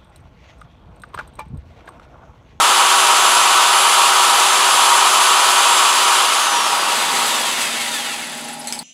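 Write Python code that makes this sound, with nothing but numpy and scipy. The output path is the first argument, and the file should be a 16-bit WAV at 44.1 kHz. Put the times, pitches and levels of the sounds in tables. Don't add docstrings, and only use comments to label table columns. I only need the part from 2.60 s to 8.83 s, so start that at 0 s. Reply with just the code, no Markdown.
import sys
import numpy as np
from scipy import signal
from scipy.fft import rfft, irfft, next_fast_len
from scipy.io import wavfile
from scipy.ndimage import uniform_filter1d

SR = 44100
rng = np.random.default_rng(int(sys.argv[2]) if len(sys.argv) > 2 else 0)


def master_out(mix):
    frames = np.transpose(np.atleast_2d(mix))
    ceiling = np.clip(frames, -1, 1)
    pcm = np.round(ceiling * 32767).astype(np.int16)
    wavfile.write(sys.argv[1], SR, pcm)


def field_ratio(decibels):
    return 10 ** (np.asarray(decibels, dtype=float) / 20)


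N = 274743
T = np.arange(N) / SR

# frequency in Hz, density in dB per Hz.
SHOP_SPECTRUM = [(15, -65), (25, -29), (122, -23), (146, -11.5), (231, -13), (271, -3.5), (325, -14),
                 (389, -11), (466, -16.5), (753, -7.5), (816, -2), (1080, -17), (3000, -46), (3900, -57),
                 (6600, -120)]
# frequency in Hz, width in Hz, level in dB.
SHOP_HUM = [(119.8, 6, -65), (159.3, 6, -57), (179.6, 6, -56), (219.9, 4, -50), (239.5, 4, -43.5),
            (360, 6, -60), (610, 50, -58), (820.5, 8, -42), (840.3, 8, -48), (900, 8, -51), (942, 12, -51)]
# time in seconds, level in dB.
GAIN_LIFT = [
    (0, -8),
    (3.7, -9.5),
    (4.1, -2),
    (4.6, 4),
    (5.2, 1.5),
    (5.8, 2),
    (6.23, 3),
]
# frequency in Hz, side relative to mid in dB.
SIDE_SPECTRUM = [(60, -26), (150, -19), (380, -38), (1000, -33), (2400, -28), (3500, -35.5), (4800, -24),
                 (6300, -34), (7900, -26), (9000, -24), (10500, -23), (13000, -24)]
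# time in seconds, frequency in Hz, width in Hz, share to the left (ratio).
SIDE_SLIPS = [(.53, 4800, 900, .6), (.67, 5500, 1800, .7), (.77, 5400, 1200, -.4), (1.13, 13000, 1400, .5),
              (1.3, 7000, 1300, -.5), (1.37, 15000, 1800, .5), (2.79, 5000, 1300, .6),
              (2.81, 11800, 1400, -.5), (3.35, 4700, 1000, .6), (3.35, 8000, 800, .6),
              (3.97, 8700, 1900, -.5), (4.72, 7900, 2000, .6), (4.77, 6200, 2800, -.6),
              (5.39, 9000, 1300, .5)]
# time in seconds, peak in dB, crack in dB, rattle in dB, rattle t60 in seconds.
RIM_CLACKS = [
    (6.013, -28, -1.5, -6, .1),
    (6.0435, -28, -3, -8, .15),
    (6.0722, -11, -2, -16, .35),
    (6.1243, -8, 0, -17, .3),
    (6.1902, -14, -8, -15, .1),
]
# frequency in Hz, level in dB, t60 in seconds.
RING_SETS = [
    [(5070, 9, .03), (7750, -4, .03), (10500, -6, .02)],
    [(7850, 1, .03), (4250, -11, .25), (9900, -3, .015), (2234, -17, .06), (6300, -14, .02)],
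    [(7860, 3, .012), (4960, -2, .02), (2256, -15, .2), (3220, -9, .015), (10300, -3, .01),
     (6200, -12, .015)],
    [(8450, 2, .045), (4495, 2, .05), (4194, -3, .05), (10490, 2, .025), (14000, -8, .02)],
]
CLACK_RING_SET = [0, 2, 1, 2, 3]
# frequency in Hz, density in dB per Hz.
ROAR_SPECTRUM = [(35, -80), (60, -69), (191, -27), (279, -19.5), (377, -15), (413, -15), (550, -12),
                 (790, -7), (864, -8), (960, -4), (1320, -2.5), (1600, -15.5), (2200, -25.5), (2860, -15),
                 (4840, -120)]
# frequency in Hz, width in Hz, height in dB.
BORE_MODES = [(806, 32, 7.5), (953, 50, 9), (1126, 64, 5), (1298, 98, 2.5), (1498, 19, 11)]
# frequency in Hz, density in dB per Hz.
HISS_SPECTRUM = [(880, -46), (1500, -8), (1660, -5), (2120, -7), (3040, -0.5), (4210, -6.5), (4740, -6.5),
                 (5620, -10.5), (7130, -7.5), (7340, -10), (8690, -10), (10300, -10), (12600, -24),
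                 (15200, -28.5), (16100, -44)]
# frequency in Hz, width in Hz, height in dB.
RIB_MODES = [(2425, 4.2, 13), (3900, 31, 3), (6300, 43, 8), (9400, 45, -1), (10060, 60, 5)]
# frequency in Hz, density in dB per Hz.
SCRAPE_SPECTRUM = [(710, -37), (1200, -35), (1290, -2), (1610, -6), (1910, -1), (2460, -4.5), (2770, 3.5),
                   (3120, -4.5), (3440, -2.5), (4720, -5), (5490, -9.5), (7860, -3), (9450, -9.5),
                   (11000, -9.5), (16100, -25)]
# frequency in Hz, width in Hz, height in dB.
BLOCK_MODES = [(2780, 150, -8), (3360, 140, 2), (4840, 75, 6), (6100, 150, 4), (8040, 440, 2.5),
               (10500, 810, 5)]
# time in seconds, scrape level in dB.
STONE_CONTACT = [
    (0, -29),
    (3.9, -31),
    (4.3, -25),
    (4.65, -22),
    (5.15, -25.5),
    (5.5, -28.5),
    (5.75, -32),
    (6.05, -38.5),
    (6.23, -43.5),
]
# time in seconds, fizz rise in dB, half length in seconds.
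STONE_BITES = [
    (4.676, 3, .02),
    (4.8, 1, .015),
    (5.02, 3, .015),
    (5.35, 4, .012),
]
# time in seconds, fan blade whine in dB, effort in dB.
DRILL_LOAD = [(0, -31, .5), (.3, -30.5, 0), (.6, -28, 0), (.85, -28, 0), (1.07, -31.5, 0), (1.25, -28, 0),
              (1.8, -33, 0), (2.15, -26.5, 0), (2.42, -31, 0), (2.55, -27.5, 0), (2.97, -30, -.3),
              (3.1, -26.5, -.5), (3.45, -30.5, -.7), (3.62, -30, -.5)]
# time in seconds, speed in turns per second.
POWERED_SPEED = [
    (.2, 379.7),
    (1.25, 380.9),
    (1.75, 380.2),
    (2.3, 381.4),
    (2.75, 381.6),
    (3.64, 380.1),
]
# frequency in Hz, level in dB.
FAN_PATH_SPECTRUM = [(300, -62), (1400, -50), (2300, -43), (3100, -36), (3700, -40), (4600, -37),
                     (6500, -28), (7250, -45)]
# time in seconds, level in dB, half length in seconds.
SLOT_SWELLS = [(.4, -31, .05), (.72, -28, .07), (1.2, -27, .07), (1.42, -33, .08), (1.75, -32, .06),
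               (2.0, -33, .03), (2.28, -30, 0.18), (2.62, -32, .08), (3.15, -31, .08)]
# order in cycles per turn, level in dB.
POWERED_ORDERS = [(1, -39), (6.16, -55), (8, -37), (9, -32.5), (12, -37.5), (24, -46.5), (26.9, -56),
                  (35.93, -52)]
# order in cycles per turn, level at the vent resonance in dB.
GEAR_ORDERS = [(31.47, -33), (35.93, -44)]
# order in cycles per turn, level on a resonance in dB.
COAST_ORDERS = [(6, -36), (12, -35.5), (18, -38), (24, -31), (30, -37.5), (33.2, -41), (36, -37.5),
                (42, -44), (45, -42), (48, -30), (54, -45), (60, -37), (63, -41)]
# frequency in Hz, width in Hz, level in dB.
CASE_MODES = [(1400, 110, -5), (1750, 90, 0), (1960, 70, -5), (2180, 100, 0), (2700, 350, -2),
              (3200, 350, -4), (3600, 330, 0), (6500, 6000, -16)]

RELEASE_S, LAST_PUFF_S = 3.66, 6.0
SHOP_DB, PUFF_DB, SLOT_DB = -42, -35, -51
PUFF_HZ, VENT_HZ, VENT_WIDTH_HZ = 10650 - 650, 10650, 450
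SPLIT_HZ, FIZZ_HZ, EDGE_HZ = 620, 5500, 15850
SCRAPE_ROAR_DB, SCRAPE_FIZZ_DB, SCRAPE_RUMBLE_DB = -18, -3.3, -14.5
BLADES = 20
DRAG_S, RUB_TURNS_PER_S, BRAKE_TURNS_PER_S, BRAKE_S = 2.067, 150.5, 21.4, .119
# full speed dB, dB lost at release, dB per dB of speed, share of the recorder's lift.
RUMBLE, ROARING = (-34, -0.5, 0.95, .55), (-15, 1, 2., 0.5254)
BODY, FIZZ = (-18.5, 0.5, 1.36, -0.0154), (-21.5, 1.5, 1.7, 0)


def evened(x):
    return x / np.sqrt(np.mean(x ** 2) + 1e-20)


def read(points, hz):
    f, value = np.transpose(points)
    return np.interp(np.log(hz + 1), np.log(f + 1), value)


def curves(rows):
    s, *columns = np.transpose(rows)
    return [np.interp(T, s, c) for c in columns]


def bump(centre_s, half_s):
    return np.exp(-.5 * ((T - centre_s) / half_s) ** 2)


def slow(hz):
    points = int(N / SR * hz) + 3
    steps = np.interp(T * hz, np.arange(points), rng.standard_normal(points))
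    return evened(uniform_filter1d(steps, 400))


def resonate(x, hz, width_hz):
    turn = np.exp(2j * np.pi * hz * np.arange(len(x)) / SR)
    r = np.exp(-np.pi * width_hz / SR)
    return 2 * (turn * signal.lfilter([1 - r], [1, -r], x / turn)).real


def resonate_twice(x, hz, width_hz):
    return resonate(resonate(x, hz, width_hz), hz, width_hz)


def colour(x, points, modes=()):
    size = next_fast_len(N)
    hz = np.fft.rfftfreq(size, 1 / SR)
    humps_db = sum(top_db / (1 + (2 * (hz - f) / w) ** 2) for f, w, top_db in modes)
    return evened(irfft(rfft(x, size) * field_ratio(read(points, hz) + humps_db), size)[:N])


def halves(x, hz):
    low = signal.sosfiltfilt(signal.butter(2, hz, fs=SR, output="sos"), x)
    return evened(low), evened(x - low)


def grit(per_s, spread_db, tail_s):
    struck = rng.random(N) < per_s / SR
    size = field_ratio(spread_db * np.minimum(rng.exponential(1, N), 4)) * struck
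    level = signal.lfilter([1], [1, -np.exp(-1 / (tail_s * SR))], size)
    return rng.standard_normal(N) * np.sqrt(level + .5 * level.mean())


def shop():
    sound = field_ratio(SHOP_DB) * colour(rng.standard_normal(N), SHOP_SPECTRUM)
    for hz, width_hz, db in SHOP_HUM:
        fuzz = evened(resonate_twice(rng.standard_normal(N), hz, width_hz))
        sound = sound + field_ratio(db) * (np.cos(2 * np.pi * hz * T) + width_hz / 20 * fuzz)
    return sound * field_ratio(curves(GAIN_LIFT)[0])


def clacks():
    out, t = np.zeros(N + SR), np.arange(SR // 5) / SR
    for (s, peak_db, crack_db, rattle_db, rattle_t60_s), ring_set in zip(RIM_CLACKS, CLACK_RING_SET):
        rings = RING_SETS[ring_set]
        crack = evened(resonate_twice(rng.standard_normal(len(t)), 7000., 7000.))
        crack = crack * field_ratio(crack_db - 60 * t / .005)
        ring = sum(field_ratio(db - 60 * t / t60_s) * np.sin(2 * np.pi * hz * t) for hz, db, t60_s in rings)
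        knocks = rng.random(len(t)) < 900. / SR
        chatter = rng.standard_normal(len(t)) * (.3 + 1.6 * knocks)
        rattle = sum(field_ratio(.4 * db) * resonate_twice(chatter, hz, 1300.) for hz, db, _ in rings)
        rattle = evened(rattle + .2 * chatter) * field_ratio(rattle_db - 60 * t / rattle_t60_s)
        hit = (crack + 0.33 * ring) * np.minimum(t / 0.00041, 1) + rattle
        at = round(s * SR)
        out[at:at + len(t)] += field_ratio(peak_db) * hit
    return signal.sosfilt(signal.butter(2, [900, 12000], "band", fs=SR, output="sos"), out[:N])


def brushes(turns, on):
    place = (turns - np.interp(LAST_PUFF_S, T, turns) + .5) % 1 - .5
    gate = np.exp(-.5 * (place / .11) ** 2) * (1 - on) * (T < LAST_PUFF_S + .03)
    squeak = rng.standard_normal(N)
    for _ in range(3):
        squeak = resonate(squeak, PUFF_HZ, 2200.)
    return field_ratio(PUFF_DB) * evened(squeak) * gate


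def air_and_scrape(speed, turns, on):
    speed_db = 20 * np.log10(speed / speed[0])
    effort_db = curves(DRILL_LOAD)[1]
    lift_db = curves(GAIN_LIFT)[0] - GAIN_LIFT[0][1]

    def fan(full_db, lost_db, slope, share):
        released_db = (share * lift_db - lost_db) * (1 - on)
        return field_ratio(full_db + effort_db + slope * speed_db + released_db)

    stones = field_ratio(curves(STONE_CONTACT)[0])
    bites_db = sum(db * bump(s, half_s) for s, db, half_s in STONE_BITES)
    wobble = np.cos(2 * np.pi * turns / 19.5)
    rumble, roar = halves(colour(rng.standard_normal(N), ROAR_SPECTRUM, BORE_MODES), SPLIT_HZ)
    hiss = colour(grit(1500., 1.4, 0.0086), HISS_SPECTRUM, RIB_MODES)
    body, fizz = halves(hiss * field_ratio(0.3 * wobble), FIZZ_HZ)
    rasp, sizzle = halves(colour(grit(500., 4.9, 0.012), SCRAPE_SPECTRUM, BLOCK_MODES), FIZZ_HZ)
    rumble = rumble * np.hypot(fan(*RUMBLE), stones * field_ratio(SCRAPE_RUMBLE_DB))
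    roar = roar * np.hypot(fan(*ROARING), stones * field_ratio(SCRAPE_ROAR_DB))
    roar = roar * field_ratio(0.1 * wobble + 0.32 * slow(30.))
    high = fizz * fan(*FIZZ) + sizzle * stones * field_ratio(SCRAPE_FIZZ_DB + bites_db + 0.1 * speed_db)
    return rumble + roar + body * fan(*BODY) + rasp * stones + high * field_ratio(.5 * slow(16.))


def armature():
    powered = curves(POWERED_SPEED)[0]
    t = np.maximum(T - RELEASE_S, 0)
    coast = (powered - BRAKE_TURNS_PER_S + RUB_TURNS_PER_S) * np.exp(-t / DRAG_S) - RUB_TURNS_PER_S
    return np.maximum(coast + BRAKE_TURNS_PER_S * np.exp(-t / BRAKE_S), 1)


def whine(speed, turns, on):
    def peak(hz, centre_hz, width_hz):
        return 1 / (1 + (2 * (hz - centre_hz) / width_hz) ** 2)

    fan = on * field_ratio(curves(DRILL_LOAD)[0]) + (1 - on) * field_ratio(read(FAN_PATH_SPECTRUM, BLADES * speed))
    slot = field_ratio(SLOT_DB) + sum(field_ratio(db) * bump(s, half_s) for s, db, half_s in SLOT_SWELLS)
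    lines = [(BLADES, fan), (27.93, slot * on)]
    lines += [(order, field_ratio(db) * on) for order, db in POWERED_ORDERS]
    coast = (1 - on) * np.sqrt(speed / 100) * np.minimum(speed / 55, 1) ** 2
    grid_hz = np.arange(0, SR / 2, 10)
    case = sum(field_ratio(db) * peak(grid_hz, hz, width_hz) for hz, width_hz, db in CASE_MODES)
    for order, db in COAST_ORDERS:
        lines.append((order, field_ratio(db) * coast * np.interp(order * speed, grid_hz, case)))
    for order, db in GEAR_ORDERS:
        lines.append((order, field_ratio(db) * np.sqrt(peak(order * speed, VENT_HZ, VENT_WIDTH_HZ))))
    out = np.zeros(N)
    for order, level in lines:
        phase = 2 * np.pi * (order * turns + (.02 + .0015 * order) * slow(30.))
        audible = order * speed < SR / 2.5
        out += np.sqrt(2) * level * field_ratio(1. * slow(14.)) * audible * np.sin(phase)
    return out


def reflections(mid):
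    taps = rng.standard_normal(2048) * np.exp(-np.arange(2048) / 980.0)
    size = next_fast_len(N + 2048)
    hz = np.fft.rfftfreq(size, 1 / SR)
    scatter = rfft(taps / np.linalg.norm(taps), size) * field_ratio(read(SIDE_SPECTRUM, hz)) + 0.021
    side = irfft(rfft(mid, size) * scatter * (hz < 13000), size)[:N]
    return side * field_ratio(1.5 * slow(25.))


def slips(mid):
    side, window = np.zeros(N), np.hanning(1800)
    for s, hz, width_hz, share in SIDE_SLIPS:
        at = round(s * SR) - len(window) // 2
        edges_hz = [hz - width_hz / 2, hz + width_hz / 2]
        sos = signal.butter(4, edges_hz, "band", fs=SR, output="sos")
        band = signal.sosfiltfilt(sos, mid[at:at + len(window)])
        side[at:at + len(window)] += share * window * band
    return side


def scene():
    speed = armature()
    turns = np.cumsum(speed) / SR
    on = np.clip((RELEASE_S - T) / 0.022, 0, 1)
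    mid = shop() + clacks() + brushes(turns, on)
    mid = mid + air_and_scrape(speed, turns, on) + whine(speed, turns, on)
    side = reflections(mid) + slips(mid)
    return np.array([mid + side, mid - side])


def band_limit(x):
    return signal.sosfilt(signal.butter(12, 16240, fs=SR, output="sos"), x)


def record(dry):
    limited = np.tanh(dry / 1.35) * 1.35
    cut = signal.sosfilt(signal.butter(1, 50, "high", fs=SR, output="sos"), limited)
    lowpass = signal.firwin(511, EDGE_HZ, window=("kaiser", 9), fs=SR)
    band = signal.oaconvolve(cut, lowpass[None], "same")
    return band_limit(band)


dry = scene()
out = record(dry)
master_out(out)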